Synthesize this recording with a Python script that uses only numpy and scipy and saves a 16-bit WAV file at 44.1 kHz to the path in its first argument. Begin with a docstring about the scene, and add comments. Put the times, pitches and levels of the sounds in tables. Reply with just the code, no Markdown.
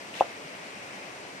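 """A small forest stream runs steadily: a low gurgle of bubbles, and the hiss of a riffle off to the left.
Coloured noise makes the rush and short rings that rise in pitch make the bubbles, heard by a stereo pair.
Someone sets a stone down in the shallows: a brief splash of random droplets swells and the stone ticks
against others. It lands with one hollow knock of damped modes and grit, with an early stereo spread;
rocks close by return discrete echoes, and the banks and trees a decaying wash of noise."""
import sys
import numpy as np
from scipy import signal
from scipy.fft import rfft, irfft
from scipy.io import wavfile
from scipy.ndimage import uniform_filter1d

SR = 44100
rng = np.random.default_rng(int(sys.argv[2]) if len(sys.argv) > 2 else 0)


def generate_wav(sig):
    """Save sig (samples, or channels by samples) to the path in sys.argv[1] as 16-bit PCM at SR."""
    pcm = np.round(np.clip(np.atleast_2d(sig).T, -1, 1) * 32767).astype(np.int16)
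    wavfile.write(sys.argv[1], SR, pcm)


N = 61739  # samples, 1.4 s

# Spectrum shape of the running water: (frequency [Hz], relative density [dB per Hz])
STREAM_SPECTRUM = [(24, -74), (40, -51), (67, -19.5), (124, -9.5), (207, -4), (239, -6), (277, -2),
                   (321, -4.5), (381, -5.5), (593, -2.5), (1330, -7.5), (2280, -5.5), (3460, -15.5),
                   (5130, -17.5), (8370, -22.5), (11500, -31.5), (14000, -39)]
STREAM_DB, SURGE_DB, FLICKER_DB = -42.5, 0.35, 1.16  # flicker is for the lowest band
# Lean of the water towards the left: (frequency [Hz], left minus right [dB])
LEFT_LEAN = [(60, -1), (110, -0.5), (200, 1), (380, -1), (700, 2.5), (1290, 0.5), (2380, 2.5), (4390, 5),
             (6000, 7), (8500, -5), (15000, 2)]
# Likeness of the two sides for water from all around: (frequency [Hz], correlation [0-1])
SIDE_LIKENESS = [(60, 0.84), (140, 0.88), (290, 0.81), (640, 0.39), (1200, 0)]
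RIFFLE_SHARE = 0.31  # part of the rush's power that comes straight from the left
RIFFLE_LEAD_S = 0.0003516  # left before right, about 12 cm of path

# Families of small bubbles in the stream:
# (lowest pitch [Hz], highest pitch [Hz], rate [per s], ring to -60 dB [cycles], family level [dB])
BUBBLE_FAMILIES = [(328.7, 960, 220, 39, -56), (1760, 2890, 560, 23, -54.5), (3160, 7200, 710, 6, -60)]
BUBBLE_GLIDE, BUBBLE_SPREAD_DB = 0.33, 2.2  # glide: fraction the pitch rises over one ring

# Swell of the water's bright band: (time [s], level [dB])
BABBLE_SWELL = [(0, 0.5), (0.101, -0.5), (0.3, 1), (0.7, 1), (0.85, 1.9), (1.04, 2.6), (1.11, -0.5),
                (1.25, -1), (1.33, 0.5)]
BABBLE_HZ, BABBLE_HALF_WIDTH_HZ = 2400, 500

# Spectrum shape of the splash: (frequency [Hz], relative density [dB per Hz])
SPLASH_SPECTRUM = [(300, -32), (700, 1.5), (1400, -3.5), (2100, 5.5), (2900, 2), (3600, 2.5), (4600, -7),
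                   (6500, -6.5), (10000, -17), (14000, -21)]
SPLASH_START_S, SPLASH_ATTACK_S, SPLASH_END_S, SPLASH_RELEASE_S = 0.13, 0.038, 0.21, 0.02
SPLASH_DB, DROPS_PER_S = -41.5, 14000  # droplets on each side

# Touches of the stone on others before it lands: (time [s], pitch [Hz], level [dB])
STONE_TICKS = [(0.1328, 2750, -38), (0.1405, 2840, -33), (0.1924, 2520, -27), (0.1949, 2650, -33),
               (0.2014, 2720, -26)]
# Spectrum shape of the gritty edge of each touch: (frequency [Hz], relative density [dB per Hz])
TICK_GRIT_SPECTRUM = [(1500, -25), (2700, 16), (4500, -18), (7000, -25), (12000, -40)]
TICK_T60_S, TICK_GRIT_DB = 0.009, -12.5  # grit level goes on top of the touch's level
TICK_PAN_DB, KNOCK_PAN_DB = 4, 1.3  # left minus right

# Early stereo spread (first row), then echoes from the nearest rocks:
# (delay [s], left gain [signed ratio], right gain [signed ratio])
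SPREAD_AND_ECHOES = [(.00101, 0.095, -0.067), (.00231, -0.17, 0.18), (.00433, -0.47, -0.63),
                     (.00525, 0.17, -0.088), (.00631, -0.12, -0.035), (.00738, -.06, -.22),
                     (.0123, 0.031, -0.2), (.0141, -0.23, -0.1)]

# Ringing of the stone and the hollow under it:
# (frequency [Hz], level before the knock's gain [dB], decay to -60 dB [s])
KNOCK_MODES = [(394, -32, 0.013), (572, -20.5, 0.036), (694.4, -24, 0.14), (751, -0.5, 0.01),
               (1320, -20.5, 0.0099)]
KNOCK_S, KNOCK_GAIN_DB, KNOCK_RISE_S = .20825, 11, 0.0014
# How well the cushioned stone radiates its ringing: (frequency [Hz], gain [dB])
STONE_RADIATION = [(40, -17), (90, -21), (160, -4), (300, -4.5), (1250, -3), (1480, -10), (3000, -10)]
# Spectrum shape of grit crushed at the contact: (frequency [Hz], relative density [dB per Hz])
CRUSHED_GRIT_SPECTRUM = [(300, -22), (1400, 12), (2000, 16), (2600, -10), (4000, -19), (12000, -48)]
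CRUSHED_GRIT_DB, CRUSHED_GRIT_T60_S = -38, 0.025
# Spectrum shape of the diffuse echo of banks and trees: (frequency [Hz], relative density [dB per Hz])
BANKS_SPECTRUM = [(60, -50), (150, -38), (400, -14), (560, -4), (720, -7), (1000, -20), (1500, -19),
                  (3000, -30), (12000, -62)]
BANKS_DELAY_S, BANKS_T60_S, BANKS_DB = 0.009, 0.064, -31.5  # about 3 m of extra path
FOREST_T60_S, FOREST_DB = 0.35, -38

# Larger bubbles that stand out: (time [s], pitch [Hz], level [dB])
LARGE_BUBBLES = [(0.303, 2070, -38), (0.318, 350, -50), (0.436, 378, -42), (0.445, 142, -42.5),
                 (0.819, 495, -44), (0.882, 305, -41), (1.256, 550, -40), (1.305, 2260, -42),
                 (1.332, 272, -43)]
GURGLE_RISE_S, GURGLE_T60_S, GURGLE_GLIDE = 0.0036, 0.07, 0.14

TOP_HZ = 14100  # the recorder's upper limit
LEFT_RIGHT_SIGN = np.array([[1], [-1]])


def undb(db):
    """Decibels to amplitude gain."""
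    return 10 ** (np.asarray(db) / 20)


def unit(x):
    """Scale to rms 1."""
    return x / np.sqrt(np.mean(x ** 2))


def at_hz(table, hz):
    """Read a table on a log-frequency axis."""
    table_hz, value = np.array(table, float).T
    return np.interp(np.log(np.maximum(hz, 1)), np.log(table_hz), value)


def bins():
    """Frequencies of the spectrum in Hz."""
    return np.arange(N // 2 + 1) * SR / N


def equalize(x, table):
    """Filter by a table of gain in dB against frequency."""
    return irfft(rfft(x) * undb(at_hz(table, bins())), N)


def colour(x, table):
    """Give noise a spectrum shape, at rms 1."""
    return unit(equalize(x, table))


def delay(x, seconds):
    """Delay by a phase slope, which allows fractions of a sample."""
    return irfft(rfft(x) * np.exp(-2j * np.pi * bins() * seconds), N)


def since(moment_s):
    """Seconds since a moment, zero before it."""
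    return np.maximum(np.arange(N) / SR - moment_s, 0)


def fade(age, t60):
    """Exponential decay by 60 dB in t60 seconds."""
    return np.exp(-np.log(1000) * age / t60)


def rising_ring(age, hz, glide, life):
    """Sine whose pitch rises by the fraction glide over life seconds, as it fades."""
    return np.sin(2 * np.pi * hz * age * (1 + glide * age / life / 2)) * fade(age, life)


def walk(rate):
    """Smooth random wander of rms near 1, from rate random steps per second."""
    k = max(int(SR / rate), 2)
    steps = np.repeat(rng.standard_normal(N // k + 1), k)
    return unit(uniform_filter1d(uniform_filter1d(steps, k), k)[:N])


def from_left(x):
    """A sound from the left reaches the right side a little later."""
    return np.array([x, delay(x, RIFFLE_LEAD_S)])


def lean(x):
    """Tilt the water's sound between left and right, by frequency."""
    return irfft(rfft(x) * undb(LEFT_RIGHT_SIGN * at_hz(LEFT_LEAN, bins()) / 2), N)


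def rush(count=20):
    """Countless merged bubbles, all around and from the riffle; the flow surges and each band flickers."""
    mid, side, riffle = rng.standard_normal((3, N))
    alike = at_hz(SIDE_LIKENESS, bins())
    # the mid and side weights set how alike left and right are
    shared = rfft(mid) * np.sqrt((1 + alike) / 2)
    opposed = LEFT_RIGHT_SIGN * rfft(side) * np.sqrt((1 - alike) / 2)
    around = shared + opposed
    water = np.sqrt(1 - RIFFLE_SHARE) * around + np.sqrt(RIFFLE_SHARE) * rfft(from_left(riffle))
    # overlapping triangular bands, evenly spaced in log frequency
    place = np.interp(np.log(bins() + 1), np.log([60, TOP_HZ]), [0, count - 1])
    out = 0
    for k in range(count):
        flicker_db = FLICKER_DB * (1 - k / count / 2) * walk(49.5)  # milder in higher bands
        band = irfft(water * np.maximum(1 - abs(place - k), 0), N)
        out = out + undb(flicker_db) * band
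    return colour(out, STREAM_SPECTRUM) * undb(STREAM_DB + SURGE_DB * walk(4.9))


def bubbles(low_hz, high_hz, rate, cycles, db):
    """Single bubbles ring briefly and rise in pitch as they near the surface."""
    out = np.zeros((2, N))
    for when, pitch, size, where in rng.random((int(rate * N / SR), 4)):
        hz = low_hz * (high_hz / low_hz) ** pitch
        start = int(when * N)
        life = cycles / hz
        age = np.arange(min(int(life * SR), N - start)) / SR
        right_lag = RIFFLE_LEAD_S * (where + .5)
        age = np.maximum(age - np.array([[0], [right_lag]]), 0)
        onset = 1 - np.exp(-age * hz)
        loudness = undb(-BUBBLE_SPREAD_DB * np.log(1 - .97 * size))  # a few stand out
        ring = rising_ring(age, hz, BUBBLE_GLIDE, life)
        out[:, start:start + age.shape[1]] += ring * onset * loudness
    return unit(out) * undb(db)


def babble(water):
    """The bright band of the running water swells and sinks."""
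    band = irfft(rfft(water) / (1 + ((bins() - BABBLE_HZ) / BABBLE_HALF_WIDTH_HZ) ** 4), N)
    swell_db = np.interp(np.arange(N) / SR, *np.array(BABBLE_SWELL).T)
    return water + band * (undb(swell_db) - 1)


def splash():
    """Spray thickens as the stone pushes into the water and dies as it lands."""
    attack = np.sqrt(np.minimum(since(SPLASH_START_S) / SPLASH_ATTACK_S, 1))
    release = np.exp(-since(SPLASH_END_S) / SPLASH_RELEASE_S)
    drops = rng.standard_normal((2, N)) * (rng.random((2, N)) < DROPS_PER_S / SR)
    return colour(drops, SPLASH_SPECTRUM) * attack * release * undb(SPLASH_DB)


def at_the_stone(x, pan_db):
    """A sound at the stone, with its early stereo spread and then the echoes from the nearest rocks."""
    returns = sum(np.array([[left], [right]]) * delay(x, s) for s, left, right in SPREAD_AND_ECHOES)
    return (x + returns) * undb(LEFT_RIGHT_SIGN * pan_db / 2)


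def ticks():
    """The stone grazes its neighbours on the way down: each touch is a short ring with a gritty edge."""
    out = 0
    for s, hz, db in STONE_TICKS:
        age = since(s)
        grit = undb(TICK_GRIT_DB) * colour(rng.standard_normal(N), TICK_GRIT_SPECTRUM)
        touch = np.sin(2 * np.pi * hz * age) + grit
        out = out + undb(db) * touch * fade(age, TICK_T60_S) * (1 - np.exp(-age * hz))
    return at_the_stone(out, TICK_PAN_DB)


def soft_push(age):
    """A cushioned contact builds up smoothly from zero."""
    return 1 - np.exp(-(age / KNOCK_RISE_S) ** 2)


def knock():
    """A cushioned blow rings heavily damped modes and crushes a little grit; the nearby rocks answer."""
    age = since(KNOCK_S)
    ring = 0
    for hz, db, t60 in KNOCK_MODES:
        ring = ring + undb(db + KNOCK_GAIN_DB) * np.sin(2 * np.pi * hz * age) * fade(age, t60)
    grit = undb(CRUSHED_GRIT_DB) * colour(rng.standard_normal(N), CRUSHED_GRIT_SPECTRUM)
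    grit = grit * soft_push(age) * fade(age, CRUSHED_GRIT_T60_S)
    blow = equalize(soft_push(age) * ring, STONE_RADIATION) + grit
    return at_the_stone(blow, KNOCK_PAN_DB)


def banks_and_trees():
    """Banks and trees scatter the knock into diffuse noise with a short and a long decay."""
    age = since(KNOCK_S + BANKS_DELAY_S)
    scatter = colour(rng.standard_normal((2, N)), BANKS_SPECTRUM)
    banks = undb(BANKS_DB) * fade(age, BANKS_T60_S)
    forest = undb(FOREST_DB) * fade(age, FOREST_T60_S)
    return scatter * soft_push(age) * (banks + forest)


def gurgles():
    """The larger bubbles stand out of the stream one by one, each rising a little in pitch."""
    out = 0
    for s, hz, db in LARGE_BUBBLES:
        age = since(s)
        onset = 1 - np.exp(-age / GURGLE_RISE_S)
        out = out + undb(db) * rising_ring(age, hz, GURGLE_GLIDE, GURGLE_T60_S) * onset
    return from_left(out)


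def scene():
    """The stream, splash and larger bubbles lean as water does; the stone keeps its own place."""
    stream = babble(rush()) + sum(bubbles(*family) for family in BUBBLE_FAMILIES)
    water = lean(stream + splash() + gurgles())
    stone = ticks() + knock() + banks_and_trees()
    return water + stone


def record(dry):
    """The recorder cuts the top with a steep low-pass."""
    return signal.sosfilt(signal.ellip(10, .2, 80, TOP_HZ, fs=SR, output="sos"), dry)


dry = scene()
out = record(dry)
generate_wav(out)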